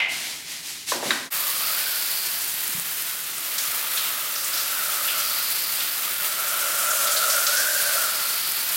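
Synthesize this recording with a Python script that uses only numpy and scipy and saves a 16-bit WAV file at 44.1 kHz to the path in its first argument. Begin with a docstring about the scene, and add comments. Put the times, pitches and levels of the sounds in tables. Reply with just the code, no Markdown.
"""Bristles scrub, a hard tool clatters and blows knock; then a hose sprays a steel milk tank in a dairy room.
The brush is coloured noise in strokes; clatter and knocks are noise bursts, the knocks ringing a hollow body.
The sound fades out and in between the two. Random impacts, filtered in three bands, then make splash,
spatter and mist, and drive resonances of the steel shell; a hissing jet, splats, ticks and bumps join in.
Dense reflections from the hard walls make the small stereo width."""
import sys
import numpy as np
from scipy import signal
from scipy.fft import rfft, irfft
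from scipy.io import wavfile

SR = 44100
rng = np.random.default_rng(int(sys.argv[2]) if len(sys.argv) > 2 else 0)


def put_to_file(sound):
    """Save the sound as 16-bit audio at rate SR, in the file named by the first command-line argument."""
    columns = np.atleast_2d(sound).T  # one column per channel
    safe = np.clip(columns, -1, 1)
    whole_steps = np.round(safe * 32767)
    wavfile.write(sys.argv[1], SR, whole_steps.astype(np.int16))


N = 386316
T = np.arange(N) / SR  # time, s
HZ = np.fft.rfftfreq(N, 1 / SR)

# water arriving on the tank, swelling and sinking as the nozzle is swept about: time_s, relative_level_db
FLOW = [(1.34, -27.5), (1.7, -27.5), (2.4, -29.5), (2.9, -31), (3.33, -34.5), (3.58, -29.5), (3.75, -29),
        (4.0, -28.0), (4.38, -31.5), (4.45, -31), (4.53, -29.5), (4.8, -28.5), (5.55, -28), (6.2, -29),
        (6.85, -28.5), (7.75, -27.5), (8.3, -28.0), (8.48, -28), (8.75, -27.0)]


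def amp(db):
    """Level law: 20 dB is a tenfold amplitude."""
    return 10 ** (np.asarray(db) / 20)


def unit(x):
    """Normalization by mean power: scales to rms 1."""
    return x / np.sqrt(np.mean(x ** 2) + 1e-20)


def read(points, hz):
    """Interpolates a table on a logarithmic frequency axis."""
    point_hz, value = np.transpose(points)
    return np.interp(np.log(hz + 1), np.log(point_hz + 1), value)


def curves(rows):
    """Linear interpolation in time: each column of a timed table, sample by sample."""
    time_s, *columns = np.transpose(rows)
    return [np.interp(T, time_s, column) for column in columns]


def add(mix, start_s, sound):
    """Superposition: mixes a sound in at its start time."""
    part = mix[max(round(start_s * SR), 0):][:len(sound)]
    part += sound[:len(part)]


def colour(x, points):
    """Spectral shaping: weights each frequency by a table of levels."""
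    return irfft(rfft(x) * amp(read(points, HZ)), N)


def high_pass(x, hz):
    """Fourth-order filter: a steep bass cut."""
    return signal.sosfilt(signal.butter(4, hz, "high", fs=SR, output="sos"), x)


def resonate(x, hz, width):
    """Damped resonance of peak gain 1, by a one-pole filter in a frame turning at a fixed or moving pitch."""
    turn = np.exp(2j * np.pi * np.cumsum(hz * np.ones(len(x))) / SR)
    pole = np.exp(-np.pi * width / SR)
    baseband = signal.lfilter([1 - pole], [1, -pole], x / turn + 1e-18)
    return 2 * (turn * baseband).real


def ring(x, hz, width):
    """Cascaded resonance: two equal stages steepen the skirts."""
    return resonate(resonate(x, hz, width), hz, width)


def wander(top_hz):
    """Low-passed noise: slow fluctuation of rms 1."""
    weight = (HZ > 2) / (1 + (HZ / top_hz) ** 2)
    return unit(irfft(rfft(rng.standard_normal(N)) * weight, N))


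def drops(per_s, spread_db):
    """Shot noise: impacts at random moments, most of them small and a few large."""
    size = amp(spread_db * np.minimum(rng.exponential(1, N), 6))
    sign = rng.choice([-1, 1], N)
    lands = rng.random(N) < per_s / SR
    return unit(size * sign * lands)


def patter(points, per_s, spread_db):
    """Filtered shot noise: a train of impacts with the colour of what they land on."""
    return unit(colour(drops(per_s, spread_db), points))


def dying(hz, length, wet_db):
    """Exponential decay: a blow's own quick decay, then the diffuse room tail, added as powers."""
    # reverberation of the room: pitch_hz, t60_s
    reverb = [(150, 0.6), (500, 1), (2000, 0.48), (5000, 0.67), (14000, 0.17)]
    t, length = T[:SR], max(length, .001)
    room_s = read(reverb, hz) / np.log(1000)
    build_up = 1 - np.exp(-t / length)
    tail = amp(wet_db) ** 2 * length / room_s * build_up * np.exp(-2 * t / room_s)
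    return np.sqrt(np.exp(-2 * t / length) + tail)


def burst(hz, width, length, wet_db):
    """Impulsive excitation: narrow-band noise that starts at once and dies away in the room."""
    return unit(ring(rng.standard_normal(SR), hz, width)) * dying(hz, length, wet_db)


def echoes(x, fade_s):
    """Diffuse reflection: dense echoes from hard walls, with the energy of one full-strength echo in all."""
    t = T[:SR // 4]
    taps = rng.standard_normal(len(t)) * np.exp(-t / fade_s) * (t > .003)
    return signal.fftconvolve(x, taps / np.linalg.norm(taps))[:N]


def follow(usual_db, by_flow, by_drum):
    """Level dependence: a layer follows the flow and the force on the shell, in dB per dB."""
    # how hard the jet drums the shell, highest when it meets the end wall squarely: time_s, relative_level_db
    force = [(1.34, -37.5), (1.9, -36.5), (2.5, -51.5), (3.38, -43), (3.7, -39.5), (4.0, -37), (4.45, -38),
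             (4.7, -35.0), (5.15, -33.0), (5.55, -41.5), (6.0, -39.5), (6.7, -30.5), (7.3, -29),
             (8.05, -30), (8.38, -38.5), (8.75, -41.5)]
    usual_flow_db, usual_force_db = -29, -38
    (flow_db,), (force_db,) = curves(FLOW), curves(force)
    return usual_db + by_flow * (flow_db - usual_flow_db) + by_drum * (force_db - usual_force_db)


def room_noise():
    """Stationary noise: a low room sound shaped by its spectrum."""
    # low room noise: pitch_hz, relative_db_per_hz
    floor_spectrum = [(15, -59), (25, -62), (66, 1), (113, -5.5), (152, 5), (243, -5), (288, 2.5),
                      (450, -3.5), (580, -25), (990, -120)]
    return amp(-56) * unit(colour(rng.standard_normal(N), floor_spectrum))


def bumps():
    """Damped oscillation: the hose bumps softly as it is swung round."""
    # bumps of the hose: start_s, level_db, pitch_hz
    hose_bumps = [(2.69, -40, 235), (2.746, -32, 172), (2.779, -33, 170)]
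    out = np.zeros(N)
    for start_s, db, hz in hose_bumps:
        tone = np.sin(2 * np.pi * hz * T[:SR])
        add(out, start_s, amp(db) * tone * dying(hz, length=.01, wet_db=-12))
    return high_pass(out, hz=90)


def clatter():
    """Modal excitation: a hard tool lands and bounces, each impact a set of short ringing bands."""
    # landings of the tool: start_s, relative_level_db
    landings = [(.001, -13.5), (.015, -22), (.038, -23), (.059, -21.5)]
    # ring of the tool: pitch_hz, stage_width_hz, relative_level_db
    tool_modes = [(670, 220, -17.5), (990, 460, -19.5), (2083, 88, -1.5), (2320, 1240, -2), (2900, 270, -8)]
    out = np.zeros(N)
    for start_s, db in landings:
        for hz, width, mode_db in tool_modes:
            add(out, start_s, amp(db + mode_db - 2) * burst(hz, width, length=0.0056, wet_db=5.0))
    return out


def knocks():
    """Forced resonance: blows ring a hollow body; the higher their centre, the wider their band."""
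    # knocks of the brush: start_s, relative_level_db, centre_hz
    strikes = [(.919, -16.5, 800), (.943, -28.5, 280), (1.027, -23, 610), (1.055, -24.5, 270),
               (1.106, -10, 1480)]
    # resonances of the hollow body: pitch_hz, width_hz, relative_level_db
    body_modes = [(164, 34, -19), (254, 17, 8.5), (357, 15, 6), (575, 28, 5), (675, 55, -2),
                  (1030, 110, -2), (1570, 140, 2), (1880, 170, 3), (3800, 360, 11.5)]
    decay_cycles = 8.3  # decay time constant in cycles: low blows last longer
    low_share = 0.44  # little sounds below this share of the centre
    blows = np.zeros(N)
    for start_s, db, hz in strikes:
        blow = burst(hz, 1.4 * hz, decay_cycles / hz, wet_db=-2)
        add(blows, start_s, amp(db) * high_pass(blow, low_share * hz))
    body = sum(amp(db) * resonate(blows, hz, width) for hz, width, db in body_modes)
    return high_pass(.5 * blows + 0.54 * body, hz=122)  # too small to radiate deep bass


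def brush():
    """Friction noise: wet bristles flick and hiss under each stroke, and rasp where they press."""
    # hiss of the bristles: pitch_hz, relative_db_per_hz
    hiss_spectrum = [(300, -22), (700, -16), (1500, -8.5), (3000, 0), (4300, 3), (6000, 2), (9000, -0.5),
                     (12000, -3.5), (16000, -10.5)]
    # rasp of the bristles: pitch_hz, relative_db_per_hz
    rasp_spectrum = [(150, -14), (260, -4.5), (480, -14.5), (700, -6.5), (1200, -8.5), (1700, -2.5),
                     (2050, 2.5), (3000, -0.5), (4200, -2), (8000, -18)]
    # brush strokes: start_s, push_s, hold_s, relative_level_db, relative_rasp_db
    brush_strokes = [(0.08, 0.037, 0.18, -34, -2), (0.435, 0.075, 0.017, -35.5, -4.5),
                     (0.626, 0.038, 0.041, -35.5, -7.5), (0.859, 0.039, 0.0089, -27, -8.5),
                     (0.997, 0.067, 0.057, -31.5, -3.5)]
    release_db_per_s = 52.5  # for a stroke listed at -35 dB
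    snap_per_db = 0.084  # harder strokes end faster, exponentially with their level
    hiss, rasp = np.zeros(N), np.zeros(N)
    for start_s, push_s, hold_s, db, rasp_db in brush_strokes:
        release = release_db_per_s * np.exp(snap_per_db * (db + 35))
        push = np.clip((T - start_s) / push_s, 0, 1)
        stroke = push * amp(db - release * np.maximum(T - start_s - push_s - hold_s, 0))
        hiss = np.hypot(hiss, stroke)  # overlapping strokes add as powers
        rasp = np.hypot(rasp, amp(rasp_db) * stroke)
    hiss = hiss * amp(2.0) * patter(hiss_spectrum, per_s=14000, spread_db=2)
    rasp = rasp * amp(1.5) * patter(rasp_spectrum, per_s=10000, spread_db=2.0)
    return hiss + rasp


def ticks():
    """Impulsive radiation: stray drops by the microphone click sharply, a few large and many small."""
    # large drops close by: start_s, relative_level_db
    large_drops = [(2.5411, -10), (2.6793, -9), (2.798, -8), (3.023, -9), (3.3826, -11.5), (3.7785, -13),
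                   (6.542, -8), (7.826, -7), (8.521, -7)]
    out, t = np.zeros(N), T[:SR // 200]
    for start_s, db in large_drops:
        hz = 10500 * rng.uniform(.85, 1.15)
        add(out, start_s, amp(db + 4) * np.sin(2 * np.pi * hz * t) * np.exp(-t / .00016))
    small = rng.random(N) * (rng.random(N) < 30 / SR)  # about 30 a second
    flow_db, = curves(FLOW)  # small drops are louder when the flow is strong
    return out + amp(flow_db - 16.0) * unit(ring(small, hz=10500, width=3500))


def splats():
    """Band-limited impact noise: short slaps of water swell quickly, with the room after them."""
    # bright splats: start_s, relative_level_db, centre_hz, stage_width_hz
    slaps = [(3.579, -19.5, 5430, 7000), (3.97, -19.5, 3450, 2200), (4.353, -23.5, 5140, 2200),
             (4.44, -22.5, 8000, 4000), (4.531, -22, 5070, 2000), (4.571, -22, 4700, 3000),
             (5.08, -21.5, 2850, 1100), (5.198, -23, 4700, 5000), (5.8, -24, 3400, 3000),
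             (6.903, -20, 7300, 3500), (7.067, -20.5, 4130, 3500), (7.115, -19.5, 7360, 5000),
             (7.162, -19.5, 4130, 1800), (7.296, -18.5, 5170, 4500), (7.463, -16, 4900, 4500),
             (7.567, -19, 5560, 1800)]
    rise_s, decay_s = 0.0056, .013
    out, swell = np.zeros(N), np.minimum(T[:SR] / rise_s, 1)
    for start_s, db, hz, width in slaps:
        add(out, start_s, amp(db) * swell * burst(hz, width, decay_s, wet_db=1.0))
    return high_pass(out, hz=1400)


def jet():
    """Turbulence noise: water leaving the nozzle makes a broad, fuzzy whistle."""
    # passes in which the open jet skims the top of the tank: start_s, end_s, level_db
    passes = [(1.6, 2.2, -34.5), (5.3, 5.65, -33.5), (7.75, 8.6, -34.5)]
    swing_db_per_s = 26  # the hiss fades this fast on either side of a pass
    level = sum(amp(db - swing_db_per_s * abs(T - np.clip(T, start, end))) for start, end, db in passes)
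    return level * unit(ring(rng.standard_normal(N), hz=4520, width=1300))


def shell():
    """Forced plate resonance: the jet drums wet steel; the upper ring shifts and flutters with the spot struck."""
    # lower ring of the shell: pitch_hz, first_stage_width_hz, relative_level_db
    lower_modes = [(584.6, 32, 5), (633, 31, 2.5)]
    # upper ring at the spot that the jet strikes: time_s, central_pitch_hz
    spot_pitch = [(1.62, 1190), (1.82, 1510), (2.3, 1400), (4.3, 1270), (4.7, 1370), (4.95, 1340),
                  (7.38, 1370), (7.62, 1520), (7.88, 1506), (8.05, 1360)]
    spot_wander = 0.028  # rms share of the pitch at the usual force
    wander_halves_db = 10  # this much more force halves the wander: a square hit holds the pitch steadier
    upper_db = follow(usual_db=-40.5, by_flow=0, by_drum=1.31)
    lower_db = follow(usual_db=-52.0, by_flow=0, by_drum=1.58)
    central_hz, = curves(spot_pitch)
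    pelting = drops(per_s=6000, spread_db=1.5) * amp(1.0 * wander(top_hz=35))
    extra_force_db = follow(usual_db=0, by_flow=0, by_drum=1)
    loose = spot_wander * .5 ** (extra_force_db / wander_halves_db)
    spot_hz = central_hz * (1 + loose * wander(top_hz=15))
    upper = unit(resonate(resonate(pelting, spot_hz, width=120), spot_hz, width=700))
    lower = np.zeros(N)
    for hz, width, db in lower_modes:
        lower += amp(db) * resonate(resonate(pelting, hz, width), hz, width=410)
    return amp(upper_db) * upper + amp(lower_db) * unit(lower)


def spray():
    """Impact noise of many drops: heavy ones splash, smaller ones spatter, mist fizzes; all surge together."""
    # colour of the heavy drops: pitch_hz, relative_db_per_hz
    splash_spectrum = [(100, -39), (300, -11.5), (480, -9), (850, -4), (1250, 0), (1800, 2), (3200, 2.5),
                       (5000, 0.5), (7000, -12.5), (12000, -19)]
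    # colour of the smaller drops: pitch_hz, relative_db_per_hz
    spatter_spectrum = [(1500, -31), (3500, -15), (5500, -1), (8000, 2), (10500, 1), (15000, -8.5)]
    # colour of the mist: pitch_hz, relative_db_per_hz
    mist_spectrum = [(3000, -32), (7000, -12.5), (10000, -5.5), (13500, 1), (16000, -2)]
    splash_db = follow(usual_db=-32.5, by_flow=0.59, by_drum=0.095)
    glancing_db = follow(usual_db=-34.5, by_flow=.3, by_drum=-0.13)
    rebound_db = follow(usual_db=-40, by_flow=0.43, by_drum=1.41)  # a square hit throws more drops back
    flow_db, = curves(FLOW)
    surge = wander(top_hz=25)  # the uneven jet
    splash = amp(splash_db + 0.7 * surge) * patter(splash_spectrum, per_s=12000, spread_db=2.0)
    spatter_level = np.hypot(amp(glancing_db), amp(rebound_db))
    spatter_level = spatter_level * amp(0.72 * surge + 1.0 * wander(top_hz=11))
    spatter = spatter_level * patter(spatter_spectrum, per_s=12000, spread_db=2.5)
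    mist = amp(flow_db + 2.0 + 0.97 * surge) * patter(mist_spectrum, per_s=18000, spread_db=4.0)
    direct = splash + spatter + mist
    return direct + amp(-10) * echoes(direct, fade_s=.045)


def microphone_pair(mid):
    """Mid-side stereophony: reflections reach the two microphones a little differently."""
    # stereo width: pitch_hz, side_against_mid_db
    side_spectrum = [(60, -19), (200, -17), (600, -15.5), (1300, -17), (2500, -21.5), (5000, -24),
                     (13000, -28.5)]
    side = colour(echoes(mid, fade_s=0.011), side_spectrum)
    return np.array([mid + side, mid - side])


def scene():
    """Superposition of sources: scrubbing fades out, spraying fades in; the sound is nearly mono."""
    turn_s, fade_out_s, fade_in_s = 1.302, .04, .036
    floor = room_noise()
    scrubbing = amp(-2) * floor + clatter() + knocks() + brush()
    spraying = floor + bumps() + ticks() + splats() + jet() + shell() + spray()
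    before = np.clip((turn_s - T) / fade_out_s, 0, 1) * scrubbing
    after = np.clip((T - turn_s) / fade_in_s, 0, 1) * spraying
    return microphone_pair(before + after)


def record(dry):
    """Band limitation: the microphone's bass roll-off and the recorder's upper limit."""
    lean = high_pass(dry, hz=53.3)
    low_pass = signal.firwin(511, 15950, window=("kaiser", 9), fs=SR)  # edge in Hz
    return signal.oaconvolve(lean, low_pass[None], "same")


dry = scene()
out = record(dry)
put_to_file(out)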